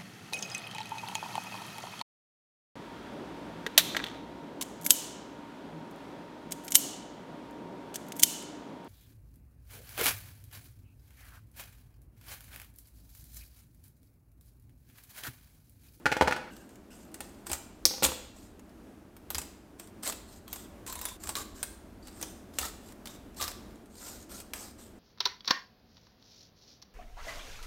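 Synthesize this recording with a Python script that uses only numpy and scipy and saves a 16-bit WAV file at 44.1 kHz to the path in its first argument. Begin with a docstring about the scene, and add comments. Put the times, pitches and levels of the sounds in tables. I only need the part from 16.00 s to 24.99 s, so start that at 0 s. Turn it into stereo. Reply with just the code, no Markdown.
"""A fish is filleted on a bamboo board in a small tiled kitchen, close to one microphone.
First a utensil rattles down: rough contacts ring the board modes and low swings rock it on the counter.
From 0.5 s the knife strokes hiss as grainy noise through steel resonances, and rubs sing as throbbing narrow noise.
Bones snap as clicks with noise sprays, hardest at 1.85 s; fainter landings are scattered from 1.2 to 2.1 s.
Throughout, tiles answer with decaying noise echoes, over shaped-noise hum, rumble and very faint stereo noise."""
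import sys
import numpy as np
from scipy import signal
from scipy.fft import rfft, irfft, next_fast_len
from scipy.io import wavfile
from scipy.ndimage import uniform_filter1d, map_coordinates

SR = 44100
rng = np.random.default_rng(int(sys.argv[2]) if len(sys.argv) > 2 else 0)


def master_out(mix):
    """Clip the mix to full scale and print it as 16-bit PCM to the path in sys.argv[1]."""
    frames = np.transpose(np.atleast_2d(mix))
    ceiling = np.clip(frames, -1, 1)
    pcm = np.round(ceiling * 32767).astype(np.int16)
    wavfile.write(sys.argv[1], SR, pcm)


N = 396459

# bones giving way under the edge: t/s, force level/dB, click pitch f/Hz
BONE_SNAPS = [(.5658, -39.5, 3970), (.6918, -47, 8000), (0.7567, -45.5, 7460), (1.1429, -28.5, 8360),
              (1.2056, -26.5, 8940), (1.4677, -25.5, 8350), (1.496, -30.5, 8600), (1.516, -17, 8400),
              (1.5314, -15, 7400), (1.5513, -31, 7800), (1.8538, -1, 5400), (2.0242, -22.5, 4310),
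              (2.0323, -10.5, 3960), (2.0406, -8, 7800), (2.0467, -10, 6750), (2.0506, -8, 3540),
              (2.5939, -44.5, 7030), (3.1661, -40.5, 13500), (3.3038, -19.5, 12600), (3.3468, -18, 4960),
              (3.3532, -21, 3400), (3.3826, -16, 7700), (3.4163, -27, 7900), (3.7973, -29, 8300),
              (3.8734, -45, 8600), (4.0328, -25, 8700), (4.0591, -24, 8390), (4.0684, -23, 2840),
              (4.0754, -17.5, 8000), (4.0975, -20, 7740), (4.124, -24, 2750), (4.4794, -35, 12300),
              (4.529, -20.5, 12400), (4.5595, -29.5, 7340), (4.8643, -29.5, 8400), (4.876, -29.5, 7010),
              (4.8986, -27.5, 8050), (4.9256, -25.5, 13100), (4.955, -27.5, 10000), (4.9908, -28, 7400),
              (5.014, -24, 13700), (5.0534, -18, 9700), (5.0865, -27.5, 7250), (5.2369, -26, 7950),
              (5.2726, -26.5, 7560), (5.2917, -17.5, 8200), (5.3541, -18, 4100), (5.3674, -22, 7240),
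              (5.3849, -27, 7300), (5.6295, -16, 8600), (6.072, -36.5, 7450), (6.0822, -37, 4600),
              (6.2136, -26.5, 8500), (6.2272, -19.5, 6300), (6.5858, -16, 2800), (6.587, -13, 7780),
              (6.614, -24, 3400), (6.629, -27, 7880), (6.6404, -28, 14600), (6.6527, -24, 7670),
              (6.8877, -44, 3165), (6.922, -39.5, 9000), (7.0568, -30, 6000), (7.0723, -29, 3630),
              (7.148, -44, 11000), (7.3453, -48, 7370), (7.4011, -33, 3390), (7.4115, -18, 3700),
              (7.4176, -19, 4000), (7.4257, -18, 5450), (7.4398, -22, 4430), (7.4796, -22, 4900),
              (7.5158, -31, 3910), (7.7574, -50, 7600), (7.858, -50, 8700), (7.9543, -43, 7508),
              (8.317, -40, 8440), (8.402, -32, 8670), (8.5352, -19, 2730), (8.5622, -35, 7300)]
# knife strokes: start t/s, rise t/s, fall t/s, firmest level/dB, tint f/Hz
KNIFE_STROKES = [(.498, .033, 0.14, -60, 7500), (.69, .03, .06, -66, 12000), (0.899, .03, 0.17, -58, 7800),
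                 (1.21, .02, .2, -59, 8000), (1.457, 0.072, 0.032, -44.5, 7800),
                 (2.022, 0.025, .028, -26, 8250), (2.338, 0.042, 0.15, -59.5, 7550),
                 (3.3, .064, 0.067, -53.5, 8000), (3.783, .012, 0.1, -58, 8000),
                 (4.023, 0.05, 0.045, -37, 8000), (4.27, 0.068, 0.064, -56.5, 8200),
                 (4.468, 0.092, .11, -52, 8140), (4.864, 0.013, 0.16, -45.5, 7600),
                 (5.01, 0.035, .105, -47, 7600), (5.194, 0.086, 0.061, -47, 7900),
                 (5.353, .012, .071, -41, 7150), (5.541, .05, 0.17, -53.5, 5800),
                 (6.016, 0.082, .045, -58.5, 4481), (6.132, 0.081, .22, -53, 8700),
                 (6.528, 0.053, 0.016, -55, 2800), (6.592, 0.037, 0.071, -40, 4500),
                 (6.76, .13, .05, -58, 3300), (7.05, .025, .1, -52.5, 6000), (7.36, .065, 0.1, -41, 3902),
                 (7.891, 0.18, 0.182, -46.5, 7000), (8.288, 0.07, .073, -46.5, 8300),
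                 (8.542, .03, .15, -46, 7900), (8.778, .03, .12, -56, 8050)]
# spectrum of the sliding edge: f/Hz, level per Hz/dB
EDGE_SPECTRUM = [(240, -37), (400, 4), (949, 2), (2180, -3.5), (2840, -3.5), (3870, -2), (7750, 0),
                 (9920, -7), (13700, -3), (16000, -14)]
# blade resonances: f/Hz, width f/Hz, level/dB
BLADE_MODES = [(3920, 640, -23.5), (5050, 200, -7), (7530, 480, -5.5), (8640, 620, 2), (12700, 850, -9)]
# blade or board set singing by a rub: start t/s, end t/s, bending f/Hz, level/dB, squeak f/Hz, squeak level/dB
RUB_SONGS = [(.5, .654, 1590, -60, 2810, -66), (.9, 1.04, 1450, -70, 2800, -68),
             (4.27, 4.333, 1140, -70, 4230, -65), (4.469, 4.677, 1103, -65, 3320, -64),
             (4.871, 4.96, 1005, -49, 4080, -54), (4.96, 5.054, 1000, -50, 3850, -55),
             (5.054, 5.147, 1005, -52.5, 3520, -51), (5.232, 5.31, 1150, -50, 3720, -70),
             (5.355, 5.422, 1153, -42, 3705, -54), (6.025, 6.103, 1300, -70, 4640, -65),
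             (6.209, 6.298, 1320, -64, 3225, -57.5), (6.6, 6.689, 1304, -44, 3530, -52),
             (6.6, 6.667, 1830, -48, 4520, -67), (7.05, 7.2, 1140, -65, 3735, -61),
             (7.395, 7.466, 1194, -41.5, 3800, -47), (8.021, 8.2, 1410, -62, 5160, -63),
             (8.31, 8.42, 1408, -61, 4210, -63)]
# utensil or blade landing on the board: t/s, level/dB, favoured f/Hz
LANDINGS = [(.057, -13.5, 1510), (.064, -12.5, 1460), (.117, -17.5, 1500), (.124, -15, 1470),
            (.167, -19.5, 900), (.211, -7.5, 816), (.222, -14, 600), (.275, -15.5, 1290), (.28, -16, 910),
            (.31, -20, 1200), (.324, -18, 1400), (.363, -28.5, 1480), (1.205, -35, 750), (1.5, -31, 350),
            (1.855, -27, 402), (1.91, -33, 700), (1.938, -34, 704), (1.981, -38, 700), (2.024, -21.5, 458),
            (2.033, -24, 280), (2.044, -21.5, 449), (2.088, -27, 600), (2.119, -30, 600)]
# bamboo board modes: f/Hz, level/dB, t60/s
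BOARD_MODES = [(275, -5, .15), (349.5, -2, 0.066), (516.3, 4, .09), (651, -1.5, 0.039), (842, 5.5, 0.045),
               (903, -5.5, 0.033), (1264, -12, 0.046), (1484, 2.5, 0.07), (1697, -12.5, 0.056),
               (2060, -8, .04), (2430, 3, .05), (2760, -5, .05), (3300, -17, .04)]
# board rocking on the counter: t/s, level/dB
BOARD_THUMPS = [(.051, -40), (.21, -25.5), (1.21, -45), (1.51, -35), (1.857, -44), (2.049, -31.5),
                (3.347, -34), (5.619, -45), (6.603, -34.5), (7.079, -48), (7.419, -40)]
# tile reverberation: f/Hz, t60/s
TILE_T60 = [(200, 0.57), (1400, 0.67), (4000, 0.67), (10000, 0.43)]
# moments when the echoes break off: t/s
ECHO_STOPS = [.5, 2.02, 2.6, 3.895, 5.16, 6.91, 7.85]
# spectrum of kitchen air and appliances: f/Hz, level per Hz/dB
HUM_SPECTRUM = [(12, -46), (20, -11.5), (65, -1.5), (160, -14.5), (189, -5), (323, -6), (535, -17.5),
                (583, -14), (863, -20.5), (966, -22), (1600, -26), (1790, -28.5), (4050, -37), (13200, -41),
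                (16500, -43)]
# background levels: t/s, hum level/dB, rumble level/dB
HUM_LEVELS = [(.6, -54, -61), (1.95, -52, -58), (2.14, -54, -55), (3.03, -53.5, -61), (3.43, -53, -55),
              (3.64, -53.5, -59.5), (5.34, -52.5, -54), (6.93, -51.5, -56), (7.59, -51, -53),
              (7.87, -53.5, -58), (8.99, -53, -57.5)]
# spectrum of the very faint stereo noise: f/Hz, level per Hz/dB
STEREO_NOISE_SPECTRUM = [(12, -52), (20, -7), (222, -17), (367, -18), (446, -8.5), (590, -16.5),
                         (12800, -16), (16000, -25)]

# parts of a snap: dB at 0 dB force, dB per dB of force
CLICK_DB, CLICK_DB_PER_DB, SPRAY_DB, SPRAY_DB_PER_DB = 3.5, 1.37, -9, .84
PUSH_DB, PUSH_DB_PER_DB, PUSH_MAX_DB = -11.5, .8, -24  # flesh returns no more than the maximum
SPRAY_T60_S, SPRAY_T60_S_PER_DB = .056, .0007  # splinters fly longer after a harder break
TICKS_PER_S, TICK_MIN_FORCE_DB = 1, -54  # faint wet ticks of scales and fingers
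BITE_DB_PER_S, LIFT_DB, LIFT_DB_PER_S, ROUND_POWER = 130, 4, 55, 1.5  # stroke swell, easing off and linger
SONG_RISE_SHARE = .015  # the pitch climbs as the blade digs in
CRACK_DB, CRACK_DB_PER_DB = -19.5, .45  # the bright crack of a landing grows less than its ring
ROCK_HZ, ROCK_SCATTER_SHARE = 70.3, .06
NEW_ECHO_S, ECHO_DB = .4, -8.0
HUM_SPLIT_HZ, TOP_HZ = 110, 16700


def amp(db):
    """Gain of a level in dB."""
    return 10 ** (np.asarray(db) / 20)


def unit(x):
    """x at rms 1."""
    return x / np.sqrt(np.mean(x ** 2) + 1e-20)


def along(points, hz):
    """Interpolates (Hz, value) points on a log frequency axis."""
    f, v = np.transpose(points)
    return np.interp(np.log(hz + 1), np.log(f + 1), v)


def curves(rows):
    """One value per sample for each column after the time."""
    s, *cols = np.transpose(rows)
    return [np.interp(np.arange(N) / SR, s, c) for c in cols]


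def wobble(knots_per_s):
    """A smooth random curve through normal knots."""
    knots = rng.standard_normal(int(N * knots_per_s / SR) + 4)
    return map_coordinates(knots, [np.arange(N) * knots_per_s / SR])


def filtered(x, response):
    """x times a complex response of frequency."""
    n = x.shape[-1]
    m = next_fast_len(n + 4096)
    return irfft(rfft(x, m) * response(np.fft.rfftfreq(m, 1 / SR)), m)[..., :n]


def resonance(hz, centre_hz, width_hz):
    """Causal response of one resonance, gain 1 at its centre."""
    return 1j * hz * width_hz / (centre_hz ** 2 - hz ** 2 + 1j * hz * width_hz + 1e-9)


def add(track, s, sound):
    """Mixes a sound into the track from time s."""
    track[round(s * SR):][:len(sound)] += sound


def snaps():
    """A bone breaks: a click that rules the hardest breaks, a spray of splinters, a small push into the flesh."""
    out, t = np.zeros(N + SR), np.arange(SR // 10) / SR
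    draws = rng.random((int(TICKS_PER_S * N / SR), 3))
    ticks = [(a * N / SR, TICK_MIN_FORCE_DB + 6 * b, 5000 + 7000 * c) for a, b, c in draws]
    for s, db, hz in BONE_SNAPS + ticks:
        noise = rng.standard_normal((2, len(t)))
        click = np.sin(2 * np.pi * hz * t) * np.exp(-((t - .0004) / .00022) ** 2)
        spray_t60_s = max(SPRAY_T60_S + SPRAY_T60_S_PER_DB * db, .003)
        spray = filtered(noise[0] * amp(-60 * t / spray_t60_s),
                         lambda f: amp(-5.5) * resonance(f, 8500, 13000) + resonance(f, hz, 0.082 * hz))
        push = filtered(noise[1] * amp(-60 * t / 0.042), lambda f: resonance(f, 900, 1800))
        push_db = min(PUSH_DB + PUSH_DB_PER_DB * db, PUSH_MAX_DB)
        snap = amp(CLICK_DB + CLICK_DB_PER_DB * db) * click
        snap += amp(SPRAY_DB + SPRAY_DB_PER_DB * db) * spray
        add(out, s, snap + amp(push_db) * push)
    return out[:N]


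def blade_hiss():
    """The edge catches on scales and ribs: uneven grains in a hiss, coloured by the steel."""
    grain_gain = amp(np.minimum(5.4 * rng.exponential(1, N), 18))
    grains = rng.standard_normal(N) * grain_gain * (rng.random(N) < 900 / SR)  # 900 a second on average
    rough = rng.standard_normal(N) * amp(1.2 * wobble(60) + 1.84 * wobble(250))
    rub = unit(rough) + 0.33 * unit(grains)

    def steel(hz):
        """The blade resonances stand on a flat response."""
        return 1 + sum(amp(db) * np.abs(resonance(hz, c, w)) ** 2 for c, w, db in BLADE_MODES)

    hiss = unit(filtered(rub, lambda hz: amp(along(EDGE_SPECTRUM, hz)) * steel(hz)))
    # random soft patches in time and frequency make the hiss colour uneven
    z = signal.stft(hiss, nperseg=256)[2]
    patches = uniform_filter1d(rng.standard_normal(z.shape), size=5, axis=0)
    patches = uniform_filter1d(patches, size=12, axis=1)
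    return signal.istft(z * amp(2.6 * unit(patches)), nperseg=256)[1]


def strokes():
    """Each stroke tints the hiss, swells to its firmest moment, lingers there and eases off."""
    out, hiss = np.zeros(N + SR), blade_hiss()
    for start, rise, fall, firm_db, tint_hz in KNIFE_STROKES:
        t = np.arange(round((rise + fall) * SR)) / SR
        piece = filtered(hiss[round(start * SR):][:len(t)],
                         lambda hz: 1 + 0.44 * resonance(hz, tint_hz, 0.15 * tint_hz))
        depth_db = np.where(t < rise, BITE_DB_PER_S * rise, LIFT_DB + LIFT_DB_PER_S * fall)
        slackness = np.interp(t, [0, rise, rise + fall], [1, 0, 1])  # 0 at the firmest moment
        level_db = firm_db - depth_db * slackness ** ROUND_POWER
        fade = np.clip(np.minimum(t, rise + fall - t) / 0.01, 0, 1)
        add(out, start, fade * amp(level_db) * unit(piece))
    return out[:N]


def songs():
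    """Slipping contact keeps a bending mode and a sliding squeak going: narrow noise that throbs with the slips."""
    out = np.zeros(N + SR)
    blur_hz = np.array([[65], [65], [170], [170]])  # bend pair, squeak pair
    flutter = filtered(rng.standard_normal((4, N)), lambda hz: 1 / (1 + (hz / blur_hz) ** 2))
    flutter = flutter * amp(4 * wobble(55))
    for start, end, bend_hz, bend_db, squeak_hz, squeak_db in RUB_SONGS:
        u = np.linspace(0, 1, round((end - start) * SR))
        a, b, c, d = flutter[:, round(start * SR):][:, :len(u)]
        phase_per_hz = 2 * np.pi * np.cumsum(1 + SONG_RISE_SHARE * (u - .5)) / SR
        bend_phase, squeak_phase = bend_hz * phase_per_hz, squeak_hz * phase_per_hz
        bend = unit(a * np.sin(bend_phase) + b * np.cos(bend_phase))
        squeak = unit(c * np.sin(squeak_phase) + d * np.cos(squeak_phase))
        fade = amp(-7 * u) * np.clip(np.minimum(u, 1 - u) / 0.044, 0, 1)
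        add(out, start, fade * (amp(bend_db) * bend + amp(squeak_db) * squeak))
    return out[:N]


def knocks():
    """A short rough contact rings the board; the place struck favours the modes near one pitch."""
    out, t = np.zeros(N + SR), np.arange(SR // 3) / SR
    for s, db, favoured_hz in LANDINGS:
        chance, noise = rng.standard_normal((len(BOARD_MODES), 2)), rng.standard_normal((3, len(t)))
        ring = np.zeros(len(t))
        for (hz, level_db, t60_s), (level_chance, pitch_chance) in zip(BOARD_MODES, chance):
            mode_db = level_db + 3 * level_chance - 8.5 * abs(np.log2(hz / favoured_hz))
            mode = np.sin(2 * np.pi * hz * (1 + 0.025 * pitch_chance) * t)
            ring += amp(mode_db - 60 * t / t60_s) * mode
        contact = (0.92 + noise[0]) * amp(-60 * t / 0.0014)  # a push with rough bumps on it
        contact = contact - contact[:SR // 200].mean() * (t < .005)  # no net push
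        ring = signal.fftconvolve(ring, contact)[:len(t)]
        clatter = filtered(noise[1] * amp(-60 * t / 0.028),
                           lambda hz: resonance(hz, 1.16 * favoured_hz, 1400) ** 2)
        crack = filtered(noise[2] * amp(-60 * t / 0.06), lambda hz: resonance(hz, 3300, 5000) ** 2)
        knock = amp(db + 0.5) * ring / np.abs(ring).max()
        knock += amp(db + 6) * clatter
        add(out, s, knock + amp(CRACK_DB + CRACK_DB_PER_DB * db) * crack)
    return filtered(out[:N], lambda hz: resonance(hz, 2000, 30000))  # a small board sends out little bass


def thumps():
    """Each push rocks the board on the counter: one soft low decaying swing."""
    out, t = np.zeros(N + SR), np.arange(SR // 3) / SR
    for s, db in BOARD_THUMPS:
        hz = ROCK_HZ * (1 + ROCK_SCATTER_SHARE * rng.standard_normal())
        soft_onset = 1 - np.exp(-t / .008)
        add(out, s, amp(db - 60 * t / .25) * np.sin(2 * np.pi * hz * t) * soft_onset)
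    return out[:N]


def tiles(x):
    """The walls answer, each frequency dying at its own speed, as noise shaped by the decay times."""
    out = np.zeros(N + 2 * SR)
    # a fresh random echo pattern starts every 0.4 s and wherever the echoes break off
    marks = np.union1d(np.arange(0, N / SR + NEW_ECHO_S, NEW_ECHO_S), ECHO_STOPS)
    for start, end in zip(marks[:-1], marks[1:]):
        hz, t, z = signal.stft(rng.standard_normal(SR // 2 + SR // 4), SR, nperseg=256)
        decay = amp(-60 * t / along(TILE_T60, hz)[:, None])
        cluster = 0.77 * amp(-60 * t / 0.063)  # short dense echoes from near surfaces
        tail = signal.istft(z * (decay + cluster), SR, nperseg=256)[1]
        echo = signal.fftconvolve(x[round(start * SR):round(end * SR)], tail / np.linalg.norm(tail))
        stop = min([s for s in ECHO_STOPS if s > start] + [N / SR])
        after_s = np.maximum(start + np.arange(len(echo)) / SR - stop, 0)
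        add(out, start + .004, echo * amp(-60 * after_s / 0.054))
    return out[:N]


def kitchen():
    """Air and appliances: a gently wavering hum, with a rumble that comes and goes on its own."""
    hum_db, rumble_db = curves(HUM_LEVELS)
    hum = unit(filtered(rng.standard_normal(N),
                        lambda hz: amp(along(HUM_SPECTRUM, hz)) * (hz > HUM_SPLIT_HZ)))
    rumble = unit(filtered(rng.standard_normal(N),
                           lambda hz: amp(along(HUM_SPECTRUM, hz)) * (hz <= HUM_SPLIT_HZ)))
    return amp(hum_db + 1.1 * wobble(4.79)) * hum + amp(rumble_db + 1.6 * wobble(1.9)) * rumble


def scene():
    """Everything reaches one microphone; only the near sounds excite the tiles."""
    near = snaps() + strokes() + songs() + knocks()
    mono = near + thumps() + amp(ECHO_DB) * tiles(near) + kitchen()
    return np.array([mono, mono])


def record(dry):
    """Very faint wavering stereo noise, opposite in sign left and right; the extreme treble droops, then ends."""
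    noise = unit(filtered(rng.standard_normal(N), lambda hz: amp(along(STEREO_NOISE_SPECTRUM, hz))))
    noise = amp(-73 + 2.7 * wobble(12)) * noise
    wide = np.clip(dry, -1, 1) + np.array([noise, -noise])

    def band(hz):
        """A steep droop around 15.7 kHz, then nothing from the limit up."""
        droop = 1 - .85 / (1 + (15700 / (hz + 1)) ** 50)
        return droop * (hz < TOP_HZ)

    return filtered(wide, band)


dry = scene()
out = record(dry)
master_out(out)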